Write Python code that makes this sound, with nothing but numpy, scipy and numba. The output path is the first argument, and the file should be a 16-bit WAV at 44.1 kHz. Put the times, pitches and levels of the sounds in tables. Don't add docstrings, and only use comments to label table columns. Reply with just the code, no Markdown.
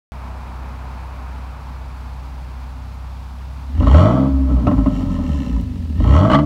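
import sys
import numpy as np
from scipy import signal
from scipy.fft import rfft, irfft
from scipy.io import wavfile
from scipy.ndimage import uniform_filter1d
from numba import njit

SR = 44100
rng = np.random.default_rng(int(sys.argv[2]) if len(sys.argv) > 2 else 0)


def int16_out(signal):
    q = np.round(np.clip(np.atleast_2d(signal).T, -1, 1) * 32767)
    wavfile.write(sys.argv[1], SR, q.astype(np.int16))


N = 284445

# time in seconds, crank turns per second.
CRANK_SPEED = [(0, 15.9), (3.2, 15.95), (3.72, 16.8), (3.79, 20.4), (3.91, 32), (4.01, 44.8), (4.1, 59.7),
               (4.2, 66.4), (4.3, 68), (4.44, 66.7), (4.85, 52.2), (5.22, 39.7), (5.61, 27.1), (5.94, 18),
               (6.15, 36.6), (6.32, 64.8), (6.38, 72.5), (6.45, 76.4)]
def crank():
    speed = curves(CRANK_SPEED)[0]
    return speed, np.cumsum(speed) / SR


# when the throttle starts to open and to shut, in seconds.
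PEDAL_TAPS = [(3.735, 4.007), (5.935, 6.154)]
def engine_state(speed, mid_hz=45, open_s=0.23, shut_s=0.34, fuel_cut=0.24, burn_s=(4.485, 5.59)):
    throttle = sum(ramp(opens, open_s) * (1 - ramp(shuts, shut_s)) for opens, shuts in PEDAL_TAPS)
    firing = np.minimum(throttle / fuel_cut, 1)
    start, end = burn_s
    afterburn = ramp(start, end - start) ** 0.13 * (1 - ramp(end, length_s=0.071))
    return np.log2(speed / mid_hz), firing, throttle, afterburn


# vibrations per crank turn, relative level in dB.
IDLE_TONES = [(2, -29), (3, -16), (4, 0.5), (5, -20), (6, -12), (7, -43), (8, -17), (9, -18.5), (10, -27.5),
              (11, -26.5), (12, -35.5), (14, -41), (15, -23), (16, -26), (17, -28.5)]
def idle(turns, level_db=-29.5, waver=0.34, boom_waver=0.11, waver_hz=11):
    hum = 0
    for per_turn, db in IDLE_TONES:
        depth, phase = (boom_waver, 0) if per_turn == 4 else (waver, rng.random())
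        hum += undb(db) * wavering_tone(per_turn * turns + phase, depth, waver_hz).imag
    return unit(hum) * undb(level_db)


# level in dB when coasting at
# mid speed, then the dB added per octave of speed, by firing, by full throttle and by afterburn.
DRONE_RULES = [(-15.5, 0.3, -8.5, 2, 0.5), (-27.5, -0.79, 11.5, 10, 7.5), (-29.5, -0.088, 15.5, -4, -7.5),
               (-25.5, -1.4, 10.5, -0.5, -8.5)]
# pitch in Hz, boost in dB.
SILENCER_BOOM = [(25, -38), (40, -17), (50, -4.5), (62, 0), (76, 0), (92, -3.5), (120, -6), (140, -1.5),
                 (200, -9.5), (245, -6), (270, -6), (310, -59.5)]
def drone(speed, turns, state, rough, flutter_db=4.5):
    hz, db = np.transpose(SILENCER_BOOM)
    out = 0
    for per_turn, rule in enumerate(DRONE_RULES, 1):
        boom_db = np.interp(np.log(per_turn * speed), np.log(hz), db) + flutter_db * rough * wander(30)
        tone = np.sqrt(2) * np.sin(2 * np.pi * per_turn * turns)
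        out += tone * loudness(rule, state) * undb(boom_db)
    return out


CYLINDER_STRENGTHS = [1, -0.5, 2, -2]
def firings(turns, rough, scatter_db=1.5, jitter=0.06, puff_s=0.0029, gas=1.7, stream=0.72, soft_hz=750):
    count = int(2 * turns[-1])
    timing_luck, size_luck = rng.standard_normal((1000, 2))[:count].T
    beat = np.arange(count)
    uneven = np.interp(beat, 2 * turns, rough)
    starts = np.interp(beat + jitter * uneven ** 2 * timing_luck, 2 * turns, np.arange(N)).astype(int)
    blows = np.zeros(N)
    blows[starts] = undb(np.resize(CYLINDER_STRENGTHS, count) + scatter_db * uneven * np.tanh(size_luck))
    decay = np.exp(-1 / (puff_s * SR))
    puffs = signal.lfilter([np.sqrt(1 - decay ** 2)], [1, -decay], blows)
    pulses = signal.lfilter(*signal.butter(2, soft_hz, fs=SR), blows)
    flow = puffs + stream * np.sqrt(2 * np.gradient(turns))
    return pulses + gas * rough * flow * rng.standard_normal(N), puffs


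BURBLE_RULE = (-24.5, 4.5, 4, 2, 3)
BARK_RULE = (-46, 7, 5, 23.5, 8.5)
RASP_RULE = (-61, -2.5, 6, 20.5, 8.5)
FIZZ_RULE = (-72, -2, 2.5, 22.5, 11.5)
HOWL_RULE = (-49, 10.5, 13, 16, 4.5)
def exhaust(turns, state, rough, heat, steady_gas=1.0, draught=2.0):
    _, firing, _, _ = state
    blows, puffs = firings(turns, rough)
    jet = steady(puffs) + steady_gas
    pumped_air = draught * (1 - firing) * steady(jet * rng.standard_normal(N))
    burble = steady(band(long_pipe(blows, heat), 96, 490))
    bark = steady(tailpipe(steady(blows) + pumped_air, heat))
    rasping = steady(band(rasp(jet * rng.standard_normal(N), heat), 1700, 4900))
    surge_db = surges()
    return (burble * loudness(BURBLE_RULE, state)
            + bark * loudness(BARK_RULE, state)
            + rasping * loudness(RASP_RULE, state) * undb(0.95 * surge_db)
            + fizz(jet) * loudness(FIZZ_RULE, state) * undb(surge_db)
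            + howl(turns, heat) * loudness(HOWL_RULE, state))


# pitch in Hz, width in Hz, level in dB.
LONG_PIPE_NOTES = [(138.4, 72.5, -4.5), (204.7, 22, 2.5), (272.6, 35, 4), (303.3, 50.5, -1),
                   (331, 160, -21.5), (444, 490, -31.5)]
def long_pipe(push, heat):
    return ring(push, LONG_PIPE_NOTES, heat)


# pitch in Hz, width in Hz, level in dB.
TAILPIPE_NOTES = [(512, 60, -12), (617, 22, 6.5), (850, 79, -4.5), (1093, 86, 0), (1150, 17, -6),
                  (1410, 150, -15), (1620, 70, -17.5), (1892, 177, -23)]
STEEL_TIP_NOTES = [(1306, 35.7, 0.5)]
def tailpipe(push, heat):
    return band(ring(push, TAILPIPE_NOTES, heat) + ring(push, STEEL_TIP_NOTES, 0), 260, 2100, order=2)


# pitch in Hz, width in Hz, level in dB.
HOWL_NOTES = [(329.5, 12, -0.5), (458, 76, -11.5), (613, 26, 2.5)]
def howl(turns, heat, waver=0.1, waver_hz=22):
    tones = 0
    for per_turn in range(5, 17):
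        tone = wavering_tone(per_turn * turns, waver, waver_hz)
        tones += np.real(tone * np.exp(2j * np.pi * rng.random()))
    return steady(band(ring(tones, HOWL_NOTES, heat), 348, 777))


# pitch in Hz, width in Hz, level in dB.
RASP_NOTES = [(1910, 99, 7), (2400, 190, -3.5), (2880, 128, 3), (3260, 300, 0.5), (3960, 49, -1.5),
              (4400, 110, -3)]
def rasp(gas, heat):
    return ring(gas, RASP_NOTES, heat)


# frequency in Hz, relative level in dB.
FIZZ_COLOUR = [(4950, -11), (5550, 3.5), (6300, -5.5), (7000, -2.5), (8300, -10), (10000, -19.5),
               (15500, -21.5)]
def fizz(jet):
    return steady(jet * noise(FIZZ_COLOUR))


# start in seconds, length in seconds, boost in dB.
GAS_SURGES = [(4.9, .14, 6.5), (5.1, .08, 5.5), (5.232, 0.28, 6)]
def surges(arch=0.29):
    return sum(db * np.abs(np.sin(np.pi * ramp(start, length))) ** arch
               for start, length, db in GAS_SURGES)


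# start in seconds, level in dB, extra dB for the boom and thump.
FUEL_POPS = [(3.807, -21.5, 9.5), (3.829, -18, 4.5), (3.869, -13, 0), (3.943, -11.5, -12), (4.501, -32, 15),
             (4.669, -14, 9), (4.713, -17.5, 8.5), (4.779, -23, 12.5), (4.86, -17, 10), (5.189, -28.5, 10),
             (6.005, -33, 13), (6.047, -23.5, -3), (6.248, -14, -6), (6.299, -8.5, -7), (6.315, -7.5, -1),
             (6.332, -7, -8), (6.345, -4, -10), (6.387, -11.5, -6)]
def pops(heat, decay_s=0.014, grit=0.08, steepening=0.73, shock_db=-7):
    out = np.zeros(N)
    t = np.arange(SR // 8) / SR
    for start, db, low_db in FUEL_POPS:
        i = int(start * SR)
        gas = grit * np.exp(-t / decay_s) * rng.standard_normal(len(t))
        blow = (t == 0) + gas
        crack = tailpipe(blow, heat[i])
        boom = band(long_pipe(blow, heat[i]), 170, 800)
        thump = band(blow, 45, 95, order=2)
        snap = band(rasp(gas, heat[i]), 680, 3700, order=2)
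        spit = band(gas, 1200, 3450, order=2)
        treble_db = -14 + steepening * (db - shock_db)
        parts = [(crack, 2), (boom, low_db + 1), (thump, low_db - 6), (snap, treble_db), (spit, treble_db)]
        pop = sum(undb(db + part_db) * part / np.abs(part).max() for part, part_db in parts)
        out[i:i + len(t)] += pop[:N - i]
    return out


# start in seconds, level in dB.
FAINT_TICK = [(5.6124, -26)]
def tick():
    out = np.zeros(N)
    for start, db in FAINT_TICK:
        out[int(start * SR)] = undb(db)
    return out


# frequency in Hz, relative level in dB.
WHIRR_COLOUR = [(240, -37.5), (400, -4.5), (452, -4), (496, -29.5), (586, 0.5), (623, -7.5), (987, -6.5),
                (1590, -13.5), (1660, -8), (2030, -9.5), (2630, -9), (4490, -10), (6280, -17), (8530, -21),
                (15500, -25.5)]
def engine_bay(turns, level_db=-52.5, throb=0.055, flicker_db=0.39):
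    throbbing = 1 + throb * np.cos(4 * np.pi * turns)
    return noise(WHIRR_COLOUR) * throbbing * undb(level_db + flicker_db * wander(25))


# frequency in Hz, relative level in dB.
ROAD_COLOUR = [(90, -19.5), (140, 0.5), (220, -1.5), (400, -9), (650, -4), (920, 1.5), (1400, -6),
               (1900, -15.5), (2450, -13.5), (3300, -31), (6000, -44), (12000, -49.5)]
# time in seconds, level in dB.
ROAD_FADE = [(0, -39), (.9, -38.5), (2.8, -44), (4.5, -45.5), (6.45, -60)]
def road(flicker_db=0.34):
    return noise(ROAD_COLOUR) * undb(curves(ROAD_FADE)[0] + flicker_db * wander(9.5))


def loudness(rule, state):
    coasting_db, *steps_db = rule
    return undb(coasting_db + sum(db * amount for db, amount in zip(steps_db, state)))


def ring(x, notes, semitones):
    ratio = 2 ** (semitones / 12) * np.ones(len(x))
    return sum((-1) ** k * undb(db) * resonator(x, hz * ratio, float(width))
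               for k, (hz, width, db) in enumerate(notes))


@njit
def resonator(x, hz, width):
    out, mid, low = np.empty(len(x)), 0., 0.
    for i in range(len(x)):
        tuning, damping = np.tan(np.pi * hz[i] / SR), width / hz[i]
        swing = (mid + tuning * (x[i] + 1e-18 - low)) / (1 + tuning * (tuning + damping))
        mid, low = 2 * swing - mid, low + 2 * tuning * swing
        out[i] = damping * swing
    return out


def wavering_tone(cycles, depth, rate_hz):
    drift = depth * (wander(rate_hz) + 1j * wander(rate_hz))
    return (1 + drift) * np.exp(2j * np.pi * cycles)


def wander(rate_hz):
    hold = int(SR / rate_hz)
    steps = np.repeat(rng.standard_normal(N // hold + 1), hold)
    return 1.25 * uniform_filter1d(uniform_filter1d(steps, hold), hold)[:N]


def noise(colour):
    hz, db = np.transpose(colour)
    freqs = np.arange(N // 2 + 1) * SR / N + 1e-3
    gain = undb(np.interp(np.log(freqs), np.log(hz), db))
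    return unit(irfft(rfft(rng.standard_normal(N)) * gain, N))


def band(x, lo_hz, hi_hz, order=3):
    return signal.sosfilt(signal.butter(order, [lo_hz, hi_hz], "band", fs=SR, output="sos"), x)


def steady(x, size=4000):
    power = uniform_filter1d(uniform_filter1d(x ** 2, size), size)
    return x / np.sqrt(np.abs(power) + 1e-14)


def unit(x):
    return x / np.sqrt(np.mean(x ** 2))


def undb(db):
    return 10 ** (np.asarray(db) / 20)


def curves(table):
    times, *columns = np.transpose(table)
    return [np.interp(np.arange(N) / SR, times, column) for column in columns]


def ramp(start_s, length_s):
    return np.clip((np.arange(N) / SR - start_s) / length_s, 0, 1)


def scene(idle_flow_db=-19):
    speed, turns = crank()
    state = engine_state(speed)
    octaves, firing, _, afterburn = state
    idling = 1 - ramp(start_s=3.64, length_s=0.11)
    rough = np.clip(0.37 - 0.25 * octaves + 0.81 * afterburn, 0, 1)
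    heat = -0.85 + octaves + firing
    hum = idling * idle(turns) + (1 - idling) * drone(speed, turns, state, rough)
    pipe = exhaust(turns, state, rough, heat) * undb(idle_flow_db * idling)
    return (hum + pipe + pops(heat) + tick() + engine_bay(turns) + road())[None]


def record(dry, start_s=0.12, ceiling=1.01, top_hz=15720):
    live = dry * (np.arange(N) / SR > start_s)
    rounded = live / (1 + (live / ceiling) ** 6) ** (1 / 6)
    return signal.sosfilt(signal.ellip(10, .1, 80, top_hz, fs=SR, output="sos"), rounded)


dry = scene()
out = record(dry)
int16_out(out)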